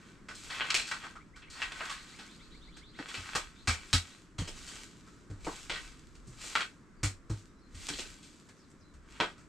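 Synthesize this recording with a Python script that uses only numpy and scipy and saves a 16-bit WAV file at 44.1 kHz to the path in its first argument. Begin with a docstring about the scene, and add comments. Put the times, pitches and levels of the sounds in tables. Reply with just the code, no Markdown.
"""A straw broom sweeps earth with a scoop inside a stone pen; noise grains make straw hiss and gritty scrapes.
From the start the yard hushes and wind rumbles (filtered noise), and small birds soon call (gliding tones).
Then come knocks that ring the scoop and scuffs of loose earth: each is a crack and a fading rattle of noise.
From about three seconds on, soft thumps on sack and ground join in, made of fading low tones.
Broom, knocks and scuffs get a short scattered tail from the stone walls."""
import sys
import numpy as np
from scipy import signal
from scipy.fft import rfft, irfft
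from scipy.io import wavfile
from scipy.ndimage import uniform_filter1d

SR = 44100
rng = np.random.default_rng(int(sys.argv[2]) if len(sys.argv) > 2 else 0)


def wav_record(signal):
    """Record a signal, one row per channel, as 16-bit PCM in the file named by sys.argv[1]."""
    frames = np.transpose(np.atleast_2d(signal))
    bounded = np.clip(frames, -1, 1)
    # unit amplitude maps onto the largest positive 16-bit level
    quanta = np.round(bounded * 32767).astype(np.int16)
    wavfile.write(sys.argv[1], SR, quanta)


N = 418068

# resonances of the thin scoop, before each user scales them: f/Hz, width/Hz, boost/dB
SCOOP = [(937, 17, 2), (1086, 46, 5), (1282, 200, 6.5), (1532, 110, 10.5), (1906, 120, 7.5), (2297, 280, 4),
         (2600, 180, 5), (3255, 100, 7.5), (4110, 160, 6.5), (4440, 61, 13.5), (5290, 320, 7.5),
         (7320, 3400, 8.5)]


def undb(db):
    """Turn decibels into a gain."""
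    return 10 ** (np.asarray(db) / 20)


def unit(x):
    """Scale a sound to an rms (average strength) of 1."""
    return x / np.sqrt(np.mean(x ** 2))


def shape(hz, points):
    """Gain curve through points (f/Hz, level/dB), joined along a log-frequency axis."""
    f, db = np.transpose(points)
    return undb(np.interp(np.log(hz + 1), np.log(f), db))


def scoop_ring(hz, share=np.ones(len(SCOOP))):
    """Resonance peaks of the thin scoop over a flat response; share = how well each one is excited."""
    gain = 1
    for (f, width, boost_db), part in zip(SCOOP, share):
        gain = gain + part * (undb(boost_db) - 1) / (1 + (2 * (hz - f) / width) ** 2)
    return gain


def colour(x, gain):
    """Filter x to the curve gain(Hz) without any sound before its cause (folded cepstrum)."""
    size = 4096
    hz = np.arange(size // 2 + 1) * SR / size
    cepstrum = irfft(np.log(gain(hz) + 1e-9))
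    # folding the second half onto the first puts all the response after time zero
    cepstrum[1:size // 2] *= 2
    cepstrum[size // 2 + 1:] = 0
    response = irfft(np.exp(rfft(cepstrum)))
    return signal.fftconvolve(x, response)[:len(x)]


def walk(rate):
    """Slow random wandering: levels held for 1 / rate seconds, then smoothed twice; rms 1."""
    k = int(SR / rate)
    steps = np.repeat(rng.standard_normal(N // k + 1), k)
    smooth = uniform_filter1d(uniform_filter1d(steps, k), k)
    return unit(smooth[:N])


def grains(rate, spread_db, smooth):
    """Random slips of very uneven size, about rate per second, over a smooth rubbing noise."""
    size, sign = rng.exponential(size=N), rng.standard_normal(N)
    hit, rub = rng.random(N), rng.standard_normal(N)
    slips = unit((hit < rate / SR) * sign * undb(spread_db * np.minimum(size, 4.5)))
    return unit(slips + smooth * rub)


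def add(out, x, s, pan_db=0.):
    """Mix a short sound into both channels at time s; pan_db = first channel above the second."""
    i = int(s * SR)
    x = x[:N - i]
    out[:, i:i + len(x)] += x * undb([[pan_db / 2], [-pan_db / 2]])


def pressure(column):
    """Gain of all strokes: each presses harder, holds and lets go, and their powers add up."""
    # broom strokes and slides of earth:
    # full pressure at t/s, held/s, straw level/dB, scrape level/dB, fading/(dB per s)
    strokes = [(0, 0.095, -65, -63.5, 91), (.4, 0.12, -50.5, -64, 100), (.55, 0.22, -53, -43, 164),
               (.92, 0.13, -57.5, -53, 102), (1.601, 0.055, -51.5, -43.5, 150), (1.78, 0.1, -51, -44, 154),
               (2.0, 0.12, -57, -59, 27.5), (2.98, 0.1, -62.5, -58, 100), (3.12, 0.29, -51.5, -49.5, 130),
               (3.55, .15, -66.5, -67.5, 92), (3.819, 0.28, -56.5, -59, 82),
               (4.55, 0.27, -52.5, -57, 116.5), (4.95, 0.2, -66.5, -83, 57), (5.48, 0.13, -50.5, -57.5, 86),
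               (5.74, 0.12, -54, -56, 98), (6.0, 0.5, -71, -86, 102), (6.42, .18, -47.5, -54.5, 161),
               (7.36, 0.035, -61.5, -84, 148), (7.82, 0.052, -48.5, -58, 106), (7.91, 0.11, -48, -54.5, 81),
               (8.25, 0.08, -64.5, -91, 29), (9.132, .14, -60.5, -58.5, 130)]
    swell_db_per_s = 207.5  # how fast a stroke sets in
    t, power = np.arange(N) / SR, 0
    for row in strokes:
        s, held, fade = row[0], row[1], row[4]
        swelling = swell_db_per_s * (s - t).clip(0)
        fading = fade * (t - s - held).clip(0)
        power = power + undb(row[column] - swelling - fading) ** 2
    return np.sqrt(power)


def broom():
    """Straws slip and snap over earth, and dragged grit excites the scoop's resonances."""
    # colour of the straw hiss: f/Hz, level per Hz/dB
    straw_colour = [(880, -10.5), (1500, -43.5), (1720, -6.5), (1860, -8), (2260, 0.5), (3280, -0.5),
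                    (6190, 2.5), (7750, 2), (10700, -20.5), (13700, -26.5), (15500, -69)]
    tips_db = 3  # the straw tips lift the treble
    straw = unit(colour(grains(900, 4.6, 1.41), lambda hz: shape(hz, straw_colour)))
    tips = signal.sosfilt(signal.butter(4, 5600, "high", fs=SR, output="sos"), straw)
    straw = straw + (undb(tips_db) - 1) * tips
    straw = straw * pressure(2) * undb(0.75 * walk(70))

    # colour of the drag: f/Hz, level/dB
    drag = [(150, -23.5), (450, -6.5), (1000, 1.5), (1600, -0.5), (2400, 0.0), (3500, -2), (9000, -43)]
    grit = grains(400, 3.2, 1.0)
    scrape = unit(colour(grit, lambda hz: shape(hz, drag) * scoop_ring(hz) ** 1.3))
    scrape = scrape * pressure(3) * undb(0.5 * walk(71))
    return (straw + scrape) * undb([[.3], [-.3]])


def pen(x):
    """Rough stone walls scatter a short tail, partly different in each channel, most of all in the treble."""
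    t60_s, tail_db = 0.13, -1.5  # time to fade by 60 dB, tail level
    t = np.arange(SR // 2) / SR
    common, own = rng.standard_normal(len(t)), rng.standard_normal((2, len(t)))
    own_colour = [(200, 1.5), (2000, 14.5), (7000, 12.5), (12000, 19)]  # f/Hz, level/dB
    own = np.array([colour(v, lambda hz: shape(hz, own_colour)) for v in own])
    tail = (common + .8 * own) * undb(-60 * t / t60_s) * (1 - np.exp(-t / .004))
    tail /= np.sqrt(np.mean(np.sum(tail ** 2, axis=1)))
    return x + undb(tail_db) * signal.fftconvolve(x, tail, axes=1)[:, :N]


def hush():
    """Open-air hush of the valley: wide coloured noise whose level wanders slowly."""
    # colour of the hush: f/Hz, level per Hz/dB
    hush_colour = [(40, -25), (65, -4), (100, -3), (160, 0), (310, -2), (420, -9), (520, -15), (800, -23),
                   (1000, -16), (1300, -14), (2000, -21), (3000, -32), (8000, -32), (10000, -45),
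                   (15000, -58)]
    # difference between the channels against what they share: f/Hz, level/dB
    hush_side = [(25, -0.5), (100, -10), (500, -11.5), (2000, -5), (12000, -5)]
    level_db, wander_db = -58.5, 0.69
    whole = colour(rng.standard_normal(N), lambda hz: shape(hz, hush_colour))
    side = colour(rng.standard_normal(N), lambda hz: shape(hz, hush_colour) * shape(hz, hush_side))
    both = np.array([whole + side, whole - side]) / np.std(whole)
    return both * undb(level_db + wander_db * walk(2.41))


def breeze():
    """Wind rumbles at the microphone: deep noise, partly different in each channel, in uneven gusts."""
    # middle level of the rumble, which a random walk then sways: t/s, level/dB
    gust_levels = [(0.0, -64), (0.53, -58.5), (3.54, -59), (3.83, -57), (4.2, -64), (4.51, -49.5),
                   (5.25, -67.5), (5.44, -51), (6.28, -55), (6.76, -63), (7.21, -55.5), (7.601, -61),
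                   (7.97, -46.5), (8.34, -70.5), (9.11, -58), (9.48, -63)]
    low = signal.butter(3, [16, 58], "band", fs=SR, output="sos")
    noise = signal.sosfilt(low, rng.standard_normal((2, N)))
    gusts = unit(noise[0] + 0.52 * noise[1] * np.array([[1], [-1]]))
    level_db = np.interp(np.arange(N) / SR, *np.transpose(gust_levels))
    return gusts * undb(level_db + 2.5 * walk(8))


def birds():
    """Distant gliding whistles; raspy notes flutter in pitch, and echoes off stones and slopes smear them."""
    # single notes: t/s, length/s, start f/Hz, end f/Hz, level/dB, rasp (0-1)
    single_notes = [(6.96, .07, 4750, 4450, -74, .3), (7.47, .05, 5600, 5500, -75, .6),
                    (7.47, .05, 3800, 3750, -74, .2), (7.565, .06, 5600, 5400, -75, .6),
                    (7.56, .05, 3950, 3950, -74, .2), (7.605, .09, 4250, 4200, -70, .45),
                    (8.545, .12, 6800, 3600, -67, 1), (8.795, .04, 6500, 4200, -66, 1),
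                    (8.81, .11, 4100, 4000, -71, .45), (3.555, .08, 3300, 4500, -58, 1),
                    (4.08, .09, 3200, 4200, -61, 1), (.175, .03, 1900, 2300, -65, .1)]
    # trills: first t/s, number of notes, spacing/s, length/s, start f/Hz, end f/Hz, level/dB, rasp (0-1)
    trills = [(1.2, 8, .133, .03, 1900, 2450, -57, .1), (2.262, 6, .137, .03, 1900, 2450, -57.5, .1),
              (1.955, 10, .1085, .055, 3000, 4700, -57, 1), (1.99, 10, .1085, .055, 3300, 4700, -58, 1)]
    notes = list(single_notes)
    for first, count, gap, *note in trills:
        notes += [(first + k * gap, *note) for k in range(count)]

    out, t = np.zeros((2, N)), np.arange(SR // 4) / SR
    for s, length, start_hz, end_hz, db, rasp in notes:
        u = np.clip(t / length, 0, 1)  # runs from 0 to 1 over the note
        waver = unit(uniform_filter1d(rng.standard_normal(len(t)), SR // 600))
        hz = (start_hz + (end_hz - start_hz) * u) * (1 + .065 * rasp * waver)
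        swell = np.sqrt(np.sin(np.pi * u).clip(0))
        tone = swell * np.sin(2 * np.pi * np.cumsum(hz) / SR)
        echo = (.01 + rasp * .05) * rng.standard_normal((2, len(t))) * np.exp(-t / .03)
        echo[:, 0] = 1  # the direct sound
        heard = signal.fftconvolve(tone[None], echo, axes=1)
        heard *= undb(db) / np.sqrt(np.sum(echo ** 2, axis=1, keepdims=True))
        i = int(s * SR)
        out[:, i:i + len(t)] += heard[:, :len(t)]
    return out


def blows(table, ring, crack, lumps_db, crest_db, clod_gain, ring_db, rise_ms):
    """A crack, then loose grit rattling as it dies away; ring = how much the scoop joins in."""
    # centres of the body, ring, edge and grit bands: f/Hz
    band_hz = (420, 1250, 3200, 7000)
    # treble loss of blows: f/Hz, level/dB
    treble_loss = [(200, 3), (7000, 1), (8400, 2.5), (9200, -8.5), (11000, -15.5), (14500, -23.5),
                   (16000, -41)]
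    ring_loss_db = 4.5  # per octave: higher blows ring the scoop less
    # stronger blows crack harder: dB of crack per dB above the pivot
    crack_pivot_db, crack_growth = -18.5, 0.43
    rise_s = rise_ms / 1000

    out, t = np.zeros((2, N)), np.arange(SR // 2) / SR
    for s, db, body_db, edge_db, grit_db, t60, pitch in table:
        noise, lumps = rng.standard_normal((2, len(t)))
        share = rng.random(len(SCOOP))  # each blow excites the resonances differently
        rattle = undb(lumps_db * unit(uniform_filter1d(lumps, SR // 400)))
        fade = undb(-60 * t / max(t60, .01))
        push = noise * rattle * (1 - np.exp(-t / rise_s)) ** 2 * fade
        push[0] = crack * undb(crack_growth * (db - crack_pivot_db))

        ring_part = ring_db - ring_loss_db * np.log2(pitch / band_hz[1])
        parts = (body_db, ring_part, edge_db, grit_db)
        # band levels become levels per Hz; below the body the scoop radiates little
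        points = [(110, body_db - 36)]
        points += [(f, part - 10 * np.log10(f)) for f, part in zip(band_hz, parts)]

        def blow_colour(hz):
            """Bands and scoop, plus one resonance of the struck clod or straw bundle."""
            clod = 1 + clod_gain / (1 + ((hz - pitch) / (.06 * pitch)) ** 2)
            bands = shape(hz, points) * shape(hz, treble_loss)
            return bands * clod * scoop_ring(hz, ring * (0.38 + share))

        blow = colour(push, blow_colour)
        loudest = np.sqrt(uniform_filter1d(blow ** 2, SR // 150).max())  # strongest short stretch
        add(out, blow * undb(db - crest_db) / loudest, s, .4)
    return out


def knocks():
    """Hard blows ring the scoop."""
    # hard blows; body, edge and grit weigh the colour, pitch is the clod's resonance:
    # t/s, peak level/dB, body/dB, edge/dB, grit/dB, time to fade by 60 dB/s, pitch f/Hz
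    hard_blows = [(0.286, -31.5, -23, -15, -21.5, 0.22, 1480),
                  (0.608, -16.5, -28.5, -11.5, -50, 0.096, 2670), (0.645, -27, -26, -18, -43, 0.1, 1580),
                  (0.704, -13.5, -50, -1, -14.5, 0.1, 1480), (0.744, -12.5, -25.5, -7.5, -14, 0.29, 2530),
                  (0.914, -19.5, -34, -17, -26, 0.16, 1510), (1.036, -32.5, -27, -20, -30, 0.23, 1500),
                  (1.155, -35, -32, -29, -33, 0.13, 1310), (1.619, -19.5, -41, -15, -36, 0.12, 2690),
                  (1.719, -28, -20, -8, -20.5, 0.12, 1600), (2.988, -28, -14.5, -17.5, -29, 0.21, 1970),
                  (3.141, -28, -21.5, -9.5, -18, 0.31, 2820), (5.068, -45.5, -30, -25, -28, 0.3, 1290),
                  (5.697, -21.5, -13.5, -1.5, -20.5, 0.25, 1550),
                  (6.554, -11, -27.5, -12, -26.5, 0.18, 1340), (6.607, -19.5, -27, -12, -26, 0.16, 2270),
                  (7.886, -23.5, -15, -5, -9, 0.16, 1600), (7.935, -29.5, -7, -1, -16, 0.15, 4450),
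                  (7.987, -26, -5, -2.5, -8.5, 0.21, 2740), (9.202, -12, -10, -7.5, -26.5, 0.2, 956)]
    return blows(hard_blows, ring=0.81, crack=8.7, lumps_db=2.72, crest_db=10.82,
                 clod_gain=0.84, ring_db=-14, rise_ms=0.58)


def scuffs():
    """Loose earth lands and straws scuff, with a weaker crack and less ring."""
    # soft blows; body, edge and grit weigh the colour, pitch is the clod's resonance:
    # t/s, peak level/dB, body/dB, edge/dB, grit/dB, time to fade by 60 dB/s, pitch f/Hz
    soft_blows = [(0.347, -38.5, -30, -10, -5, 0.21, 4120), (0.5, -29, -28, -11, -22, 0.38, 1900),
                  (0.869, -31.5, -27, -3, -7, 0.46, 1490), (1.359, -41.5, -35, -14.5, -20, 0.25, 1470),
                  (1.42, -43, -40, -12, -33, 0.2, 2620), (1.499, -40.5, -32, -5, -5, 0.63, 4400),
                  (1.806, -25, -27, -23.5, -46, 0.13, 1580), (1.897, -27, -35, -11.5, -17, 0.32, 1150),
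                  (2.188, -37.5, -21, -10, -17, 0.28, 1480), (2.766, -41, -27, -8, -13, 0.18, 1500),
                  (3.085, -32.5, -21, -4, -13, 0.12, 1170), (3.352, -17.5, -18, -13, -14.5, 0.15, 1170),
                  (3.674, -16.5, -28.5, -15.5, -18.5, 0.26, 2290),
                  (3.93, -11.5, -32, -14.5, -15.5, 0.17, 3800),
                  (4.383, -28.5, -29, -20.5, -20.5, 0.33, 3140), (4.475, -31, -12, -10.5, -11, 0.16, 3120),
                  (4.673, -36, -15, -7.5, -6.5, 0.63, 3020), (5.298, -44, -7, -16, -15, 0.29, 1510),
                  (5.444, -35, -12, -8.5, -9.5, 0.19, 2400), (5.466, -23, -10.5, -30, -30.5, 0.21, 956),
                  (5.756, -28.5, -35, -11, -26, 0.14, 1910), (6.151, -48.5, -22, -11, -9, 0.11, 2830),
                  (6.269, -48.5, -17, -12, -2, 0.47, 1170), (6.436, -37, -20, -23, -10, 0.63, 3870),
                  (7.032, -21, -24, -15, -12.5, 0.2, 2240), (7.297, -34.5, -8, -14.5, -11.5, 0.21, 1220),
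                  (7.745, -43, -25, -8, -8, 0.63, 2090), (8.228, -45.5, -26, -1, -3, 0.37, 1280),
                  (8.487, -46.5, -26, -14, -13, 0.15, 1680), (8.699, -56, -7, -26, -3, 0.19, 1260),
                  (8.938, -52, -14, -14, -10, 0.16, 1240), (9.377, -48, -28, -16, -15, 0.36, 1320)]
    return blows(soft_blows, ring=0.59, crack=4.9, lumps_db=1.4, crest_db=10.25,
                 clod_gain=1.13, ring_db=-14.5, rise_ms=1.0)


def thumps():
    """Soft pushes on a hollow body (sack or ground); the pitch sags as it relaxes."""
    # the pushes: t/s, level/dB, settled pitch f/Hz, base time to fade by 60 dB/s
    pushes = [(2.998, -28, 260, 0.05), (3.182, -40, 87, 0.19), (3.357, -40.5, 64.4, 0.12),
              (3.683, -23.5, 78.3, 0.18), (3.94, -20, 84, 0.17), (4.392, -26.5, 89.3, 0.16),
              (4.419, -26.5, 154, 0.067), (5.303, -37, 96, 0.26), (5.472, -30, 280, 0.086),
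              (6.271, -45, 118, 0.27), (7.035, -24.5, 95.3, 0.22), (7.303, -26.5, 101.6, 0.2),
              (7.75, -42.5, 81.2, 0.21), (7.901, -40.5, 271, 0.17), (8.95, -49, 62.5, 0.25),
              (9.2, -34.5, 304, 0.11)]
    # tones inside one thump: multiple of the pitch, level/dB, share of the fading time
    hollow_modes = [(0.552, 1.5, .7), (1, 5, 1), (1.22, 0.5, .6), (1.6, -3, .4), (2.899, -4, 0.57)]
    out, t = np.zeros((2, N)), np.arange(SR // 2) / SR
    for s, db, hz, t60 in pushes:
        sagging_hz = hz * (1 + 0.15 * np.exp(-t / 0.033))
        turn = 2 * np.pi * np.cumsum(sagging_hz) / SR
        tone = 0
        for multiple, mode_db, share in hollow_modes:
            fade = undb(mode_db - 60 * t / max(share * t60, .01))
            tone = tone + fade * np.sin(multiple * turn)
        soft_start = 1 - np.exp(-t / 0.0085)
        add(out, undb(db) * tone * soft_start, s - .003)
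    return out


def scene():
    """Work with broom and scoop inside the walls, plus thumps and the sounds from outside."""
    inside = pen(broom() + knocks() + scuffs())
    outside = hush() + breeze() + birds()
    return inside + outside + thumps()


def record(dry):
    """The microphone chain cuts the top steeply."""
    top_hz = 15500
    return signal.sosfilt(signal.ellip(10, .2, 70, top_hz, fs=SR, output="sos"), dry)


dry = scene()
out = record(dry)
wav_record(out)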